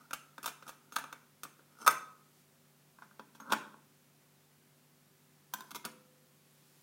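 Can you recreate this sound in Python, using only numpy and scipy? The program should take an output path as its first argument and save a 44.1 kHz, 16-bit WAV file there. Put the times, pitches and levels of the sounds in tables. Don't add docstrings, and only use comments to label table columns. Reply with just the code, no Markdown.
import sys
import numpy as np
from scipy import signal
from scipy.fft import rfft, irfft
from scipy.io import wavfile
from scipy.ndimage import uniform_filter1d

SR = 44100
rng = np.random.default_rng(int(sys.argv[2]) if len(sys.argv) > 2 else 0)


def master_out(mix):
    frames = np.transpose(np.atleast_2d(mix))
    ceiling = np.clip(frames, -1, 1)
    pcm = np.round(ceiling * 32767).astype(np.int16)
    wavfile.write(sys.argv[1], SR, pcm)


N = 300762
TIME = np.arange(N) / SR


def from_db(db):
    return 10 ** (np.asarray(db) / 20)


def unit_rms(x):
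    return x / np.sqrt(np.mean(x ** 2) + 1e-20)


def unit_burst(x):
    return x / np.sqrt(uniform_filter1d(x ** 2, size=265, mode="constant").max() + 1e-20)


def band(x, low_hz, high_hz, order=2):
    return signal.sosfilt(signal.butter(order, [low_hz, high_hz], "band", fs=SR, output="sos"), x)


def at_hz(rows, hz):
    points, *columns = np.transpose(rows)
    return [np.interp(np.log(hz + 1), np.log(points), column) for column in columns]


def add(out, s, sound):
    start = round(s * SR)
    out[start:start + len(sound)] += sound[:N - start]


def grit(count, spread_db):
    return unit_rms(rng.standard_normal(count) * from_db(spread_db * rng.standard_normal(count)))


def stroke(s, level_db, swell_s, fade_s):
    from_peak = np.maximum((s - TIME) / swell_s, (TIME - s) / fade_s)
    return from_db(level_db - 20 * np.minimum(from_peak, 10))


def ringing(modes, t, scatter_db):
    hz, level_db, t60 = np.transpose(modes)[:, :, None]
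    strength = from_db(level_db + scatter_db * rng.standard_normal(hz.shape))
    phase = rng.random(hz.shape)
    return np.sum(strength * from_db(-60 * t / t60) * np.sin(2 * np.pi * (hz * t + phase)), axis=0)


def struck_at(modes, pitch_hz, favour_db=9, width_octaves=0.3):
    hz, level_db, t60 = np.transpose(modes)
    nearness = np.exp(-(np.log2(hz / pitch_hz) / width_octaves) ** 2)
    return np.column_stack([hz, level_db + favour_db * nearness, t60])


def by_range(modes):
    place = np.digitize(modes[:, 0], [550, 2000, 4200, 7800])
    return [modes[place == k] for k in (1, 0, 2, 3, 4)]


# lower f/Hz, upper f/Hz
RANGE_EDGES = [(620, 1750), (175, 620), (2300, 4200), (4400, 7400), (8400, 17000)]
# crackle level re the modes/dB, trim/dB
RANGE_BALANCE = [(-10.5, -3), (-5.5, -3), (-1.5, -4.5), (-0.5, -4.5), (4, -2.5)]
def impact(modes, levels_db, length_ms, rattle, rise_s=0.0024):
    t = TIME[:SR // 5]
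    knock_db, thump_db, crack_db, tick_db = levels_db
    snap_db = (crack_db + tick_db) / 2
    range_db = knock_db, thump_db, crack_db, snap_db, tick_db
    envelope = (1 - np.exp(-t / rise_s)) * np.exp(-t * 1000 / max(length_ms, 1))
    chatter = grit(len(t), spread_db=4.5) * envelope
    chatter /= np.linalg.norm(chatter)
    force = rattle * chatter
    force[SR // 2000] += 1
    out = 0
    for db, edges, (crackle_db, trim_db), own in zip(range_db, RANGE_EDGES, RANGE_BALANCE, by_range(modes)):
        vibration = signal.fftconvolve(force, ringing(own, t, scatter_db=2))[:len(t)]
        tone = unit_burst(band(vibration, *edges))
        crackle = unit_burst(band(chatter, *edges, order=3))
        out += from_db(db + trim_db) * unit_burst(tone + from_db(crackle_db) * crackle)
    cabinet_give = unit_burst(band(chatter, 15, 70, order=1))
    return out + from_db((thump_db + tick_db) / 2 - 24) * cabinet_give


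def impacts(hits, modes, rattle, pitch_hz, thump, crack):
    out = np.zeros(N)
    (thump_offset_db, thump_slope), (crack_offset_db, crack_slope) = thump, crack
    mean_db = np.mean([hit[1] for hit in hits])
    for s, knock_db, bright_db, length_ms in hits:
        thump_db = mean_db + thump_offset_db + thump_slope * (knock_db - mean_db)
        crack_db = knock_db + crack_offset_db + crack_slope * bright_db
        levels_db = knock_db, thump_db, crack_db, knock_db + bright_db
        chatter_gain = rattle * np.sqrt(length_ms / 3)
        add(out, s, impact(struck_at(modes, pitch_hz), levels_db, length_ms, chatter_gain))
    return out


def friction(rubs, modes, pitch_hz, clump_db, thump_db):
    body = sum(stroke(s, db, swell, fade) for s, db, _, swell, fade in rubs)
    hiss = sum(stroke(s, db + hiss_db, swell, fade) for s, db, hiss_db, swell, fade in rubs)
    catches = grit(N, spread_db=2.7)
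    catches *= from_db(clump_db * unit_rms(uniform_filter1d(rng.standard_normal(N), size=220)))
    groups = by_range(struck_at(modes, pitch_hz))
    rings = [band(ringing(own, TIME[:SR // 8], 0), *edges) for own, edges in zip(groups, RANGE_EDGES)]
    knock, thump, crack, snap, tick = [unit_rms(signal.oaconvolve(catches, ring)[:N]) for ring in rings]
    surface = unit_rms(band(catches, 2200, 13000))
    treble = unit_rms(surface + 0.21 * crack + 0.72 * snap + 0.58 * tick)
    return body * (knock + from_db(thump_db) * thump) + hiss * treble


def flicked(flicks, modes, rise_s=0.0015):
    out, t = np.zeros(N), TIME[:SR // 5]
    ring = sum(from_db(db - 60 * t / t60) * np.sin(2 * np.pi * hz * t) for hz, db, t60 in modes)
    for s, level_db in flicks:
        add(out, s, from_db(level_db) * (1 - np.exp(-t / rise_s)) * ring)
    return out


# f/Hz, relative spectral level/dB
NOISE_SPECTRUM = [(25, -15), (60, -19.5), (95, -6), (150, 5.5), (200, 7), (250, 4.5), (330, 0.5), (600, -3),
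                  (1500, -5.5), (4000, -9.5), (10000, -10.5), (15500, -10.5)]
# f/Hz, rms level/dB
HUM_TONES = [(98, -90.5), (147.2, -73), (245, -80.5), (383, -82.5), (534, -88)]
def background(noise_db=-67.5):
    colour_db, = at_hz(NOISE_SPECTRUM, np.arange(N // 2 + 1) * SR / N)
    noise = unit_rms(irfft(rfft(rng.standard_normal(N)) * from_db(colour_db), N))
    hum = sum(from_db(db) * np.sin(2 * np.pi * (hz * TIME + rng.random())) for hz, db in HUM_TONES)
    return from_db(noise_db) * noise + np.sqrt(2) * hum


# f/Hz, level/dB, T60/s
SHELL_MODES = [(166, -3, 0.12), (226, -1.5, .1), (280, -2.5, 0.11), (422, -3.5, 0.07), (517, 2.5, 0.061),
               (660, -6.5, 0.022), (936, -2, .06), (1055, -7, 0.078), (1120, -7, 0.041), (1264, 3.5, 0.048),
               (1403, 3, .035), (1553, -5.5, 0.079), (1610, -19.5, 0.095), (2405, 0.5, .03),
               (2628, -2, 0.045), (3490, -0.5, 0.032), (3660, 0, 0.034), (5400, 4, 0.015),
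               (6302, -2.5, 0.072), (6374, -8.5, 0.013), (9000, 3, .03), (9720, -3, 0.047),
               (11990, -9, 0.026), (13400, -10, 0.035)]
# peak t/s, level/dB, relative hiss level/dB, swell/s, fade/s
SHELL_RUBS = [(0, -58.5, -12, .05, 0.13), (.67, -56.5, -10, 0.023, 0.1), (1.0, -51.5, -18, .11, 0.17),
              (1.828, -47.5, -8.5, 0.079, 0.06), (1.9, -37.5, -9, 0.038, 0.055)]
# t/s, level/dB, brightness/dB, contact length/ms
SHELL_HITS = [(.108, -40, -15.5, 2.5), (.1315, -30.5, -8.5, 6.1), (.380, -41, -18.5, 2.7),
              (.429, -48, 1.5, 6.4), (.442, -38.5, -11.5, 8), (.4585, -32.5, -3.5, 6.3),
              (.476, -34, -10.5, 12), (.624, -47, -18.5, 6.4), (.678, -46, -5.5, 17),
              (.692, -42.5, -9.5, 5.4), (.922, -46.5, -9.5, 20), (.959, -39.5, -1.5, 2.4),
              (.963, -24.5, -13.5, 2.6), (.984, -38, -10, 8), (1.039, -41, -17, 2.9),
              (1.126, -40, -12.5, 3.6), (1.433, -40.5, -1.5, 7.4), (1.451, -43, -38, 5.2),
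              (1.591, -58, -32, 17), (1.8635, -26, -10, 4.4), (1.868, -19.5, -18.5, 6.2),
              (1.8765, -13, -10.5, 0.7), (1.907, -33, -5.5, 4.8)]
def cassette(release_s=1.8):
    held_modes = np.array(SHELL_MODES) * [1, 1, 0.49]
    fumbles = [hit for hit in SHELL_HITS if hit[0] < release_s]
    drop = [hit for hit in SHELL_HITS if hit[0] >= release_s]
    out = impacts(fumbles, held_modes, rattle=0.24, pitch_hz=1370, thump=(-13.5, .45), crack=(-3, .4))
    out += impacts(drop, SHELL_MODES, rattle=0.24, pitch_hz=1250, thump=(-26, .7), crack=(-8, .35))
    return out + friction(SHELL_RUBS, held_modes, pitch_hz=1340, clump_db=5, thump_db=-10.5)


# f/Hz, level/dB, T60/s
LEAF_TONES = [(6440, 3, .045), (13850, -9, .07)]
# t/s, level/dB
LEAF_SLIPS = [(.923, -53), (.963, -48), (3.402, -52)]
def leaf_spring():
    return flicked(LEAF_SLIPS, LEAF_TONES)


# peak t/s, level/dB, swell/s, fade/s
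SLEEVE_STROKES = [(2.408, -70.5, .22, .07), (6.75, -70.5, 1, 0.97)]
def sleeve():
    rustle = unit_rms(band(grit(N, spread_db=4), 1800, 15000, order=1))
    return sum(stroke(*row) for row in SLEEVE_STROKES) * rustle


# f/Hz, level/dB, T60/s
PANEL_MODES = [(221.6, 1.5, 0.086), (281, -10, 0.23), (313, -8, 0.049), (397, -5, 0.015), (543, 0.5, 0.029),
               (620, -4, 0.03), (873, -1, 0.03), (991, -8, 0.1), (1080, 1.5, 0.036), (1256, -0.5, 0.03),
               (1393, 3.5, 0.023), (1552, 0, 0.044), (2544, -4, 0.033), (3376, 3, .018), (3660, -4, 0.02),
               (4320, -1, 0.013), (5580, 4, 0.015), (6320, -4, 0.041), (8900, -1, 0.018),
               (11400, -8, 0.014), (13900, -14, .025)]
# t/s, level/dB, brightness/dB, contact length/ms
HOLDER_TAPS = [(2.986, -51.5, -25, 3.2), (3.021, -45, -29, 8.7), (3.111, -57, -22, 1.8),
               (3.400, -44.5, -18.5, 7.8), (3.533, -21.5, -21.5, 1.4)]
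# peak t/s, level/dB, relative hiss level/dB, swell/s, fade/s
PANEL_RUBS = [(3.04, -65.5, -10, 0.12, 0.049), (3.425, -51.5, -22, 0.033, 0.12),
              (3.498, -43, -23, 0.034, 0.023), (3.52, -37.5, -17, 0.0087, 0.011)]
# t/s, level/dB, brightness/dB, contact length/ms
PANEL_HITS = [(3.194, -42.5, -25, 2.7), (3.349, -55.5, -10, 13), (3.502, -39, -24, 12),
              (3.521, -23, -13.5, 6.3), (3.741, -50.5, -40, 1.7)]
def door():
    out = impacts(PANEL_HITS, PANEL_MODES, rattle=0.21, pitch_hz=920, thump=(-6, .89), crack=(-.5, .4))
    out += impacts(HOLDER_TAPS, PANEL_MODES, rattle=0.28, pitch_hz=1330, thump=(-18, .63), crack=(-6, .51))
    return out + friction(PANEL_RUBS, PANEL_MODES, pitch_hz=1200, clump_db=4, thump_db=-9.5)


# f/Hz, level/dB, T60/s
PAWL_TONE = [(2540, 0, .025)]
# t/s, level/dB
PAWL_SLIP = [(3.522, -26)]
def latch_pawl():
    return flicked(PAWL_SLIP, PAWL_TONE)


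# f/Hz, level/dB, T60/s
KEY_TONES = [(226, 2, .1), (295, 0, .1), (400, -2, .05), (960, -4, .06), (1035, 3, .08), (1240, -14, .04),
             (1460, 0, .04), (1530, -1, .04), (2500, -2, .02), (3200, 1, .02), (3650, -2, .02),
             (6000, 0, .015), (7200, -1, .015), (10100, -9, .02), (12800, -3, .025), (14300, 2, .03),
             (15200, 1, .025)]
# t/s, level/dB, brightness/dB, contact length/ms
KEY_TAPS = [(5.5365, -33, -2.5, 3), (5.606, -44, -7, 1.4)]
def key():
    return impacts(KEY_TAPS, KEY_TONES, rattle=0.73, pitch_hz=1460, thump=(-21, .17), crack=(-5, .14))


# f/Hz, level/dB, T60/s
DRIVE_MODES = [(173, -9, 0.19), (213, -4.5, 0.15), (288, -6.5, 0.12), (375, -2.5, 0.041), (704, 2.5, 0.018),
               (973, 3, 0.038), (1020, -3, 0.031), (1286, 2.5, 0.015), (1440, 0.5, 0.028),
               (1540, -11, 0.033), (2136, 6, 0.025), (2740, -17, 0.02), (3450, 10, 0.0068),
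               (5280, 2, 0.0051), (6200, -5, 0.014), (9870, 7, 0.01), (12030, 6, .015)]
# peak t/s, level/dB, relative hiss level/dB, swell/s, fade/s
CAM_RUBS = [(5.535, -57, -6, 0.02, 0.27), (5.86, -59, -38, 0.061, 0.17)]
# t/s, level/dB, brightness/dB, contact length/ms
DRIVE_HITS = [(5.707, -50, -1, 3.5), (5.714, -44.5, -6, 1.8), (5.747, -42, -5, 10.6),
              (5.757, -41.5, -3, 4.6), (5.844, -44, -32, 13), (5.850, -37, -1.5, 5), (5.860, -45.5, -22, 6)]
def transport():
    clunks = impacts(DRIVE_HITS, DRIVE_MODES, rattle=0.66, pitch_hz=1280,
                     thump=(-11.5, 1.64), crack=(-2.5, .11))
    return clunks + friction(CAM_RUBS, DRIVE_MODES, pitch_hz=1060, clump_db=6, thump_db=-3.5)


# onset t/s, f/Hz, level/dB, T60/s
SPRING_MODES = [(5.852, 508, -62, 1.96), (5.852, 297.4, -64, 0.94), (5.852, 232, -50, 0.38)]
def spring():
    out = np.zeros(N)
    for s, hz, level_db, t60 in SPRING_MODES:
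        add(out, s, from_db(level_db - 60 * TIME / t60) * np.sin(2 * np.pi * hz * TIME))
    return out


def hollow(x, centre_hz=1925, depth_db=-4):
    notched = signal.lfilter(*signal.iirnotch(centre_hz, Q=4, fs=SR), x)
    return notched + from_db(depth_db) * (x - notched)


# f/Hz, T60/s, reverberant level/dB
REVERBERATION = [(100, .55, -7.5), (250, 0.64, -4), (541.5, 0.5, -7.5), (1245, 0.57, -13),
                 (2030, 0.33, -0.5), (4000, 0.437, -13), (8000, 0.35, -7), (15000, 0.26, -13.5)]
def room(x, early_db=-11, early_t60=0.063, gap_s=0.0016):
    t = TIME[:SR * 3 // 4]
    edges = np.geomspace(70, 17000, 15)
    response = 0
    for low, high in zip(edges, edges[1:]):
        tail_t60, tail_db = at_hz(REVERBERATION, np.sqrt(low * high))
        band_share = np.sqrt(2 * (high - low) / SR)
        for t60, level_db in ((tail_t60, tail_db), (early_t60, early_db)):
            decay = from_db(-60 * t / t60) * (t > gap_s)
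            echoes = band(rng.standard_normal(len(t)) * decay, low, high)
            response += from_db(level_db) * band_share * echoes / np.linalg.norm(echoes)
    return signal.fftconvolve(x, response)[:N]


def scene():
    deck = hollow(cassette() + door() + key() + transport()) + leaf_spring() + latch_pawl()
    return (deck + room(deck) + spring() + background() + sleeve())[None]


def record(dry, cutoff_hz=15900):
    return signal.sosfilt(signal.ellip(12, .1, 80, cutoff_hz, fs=SR, output="sos"), dry)


dry = scene()
out = record(dry)
master_out(out)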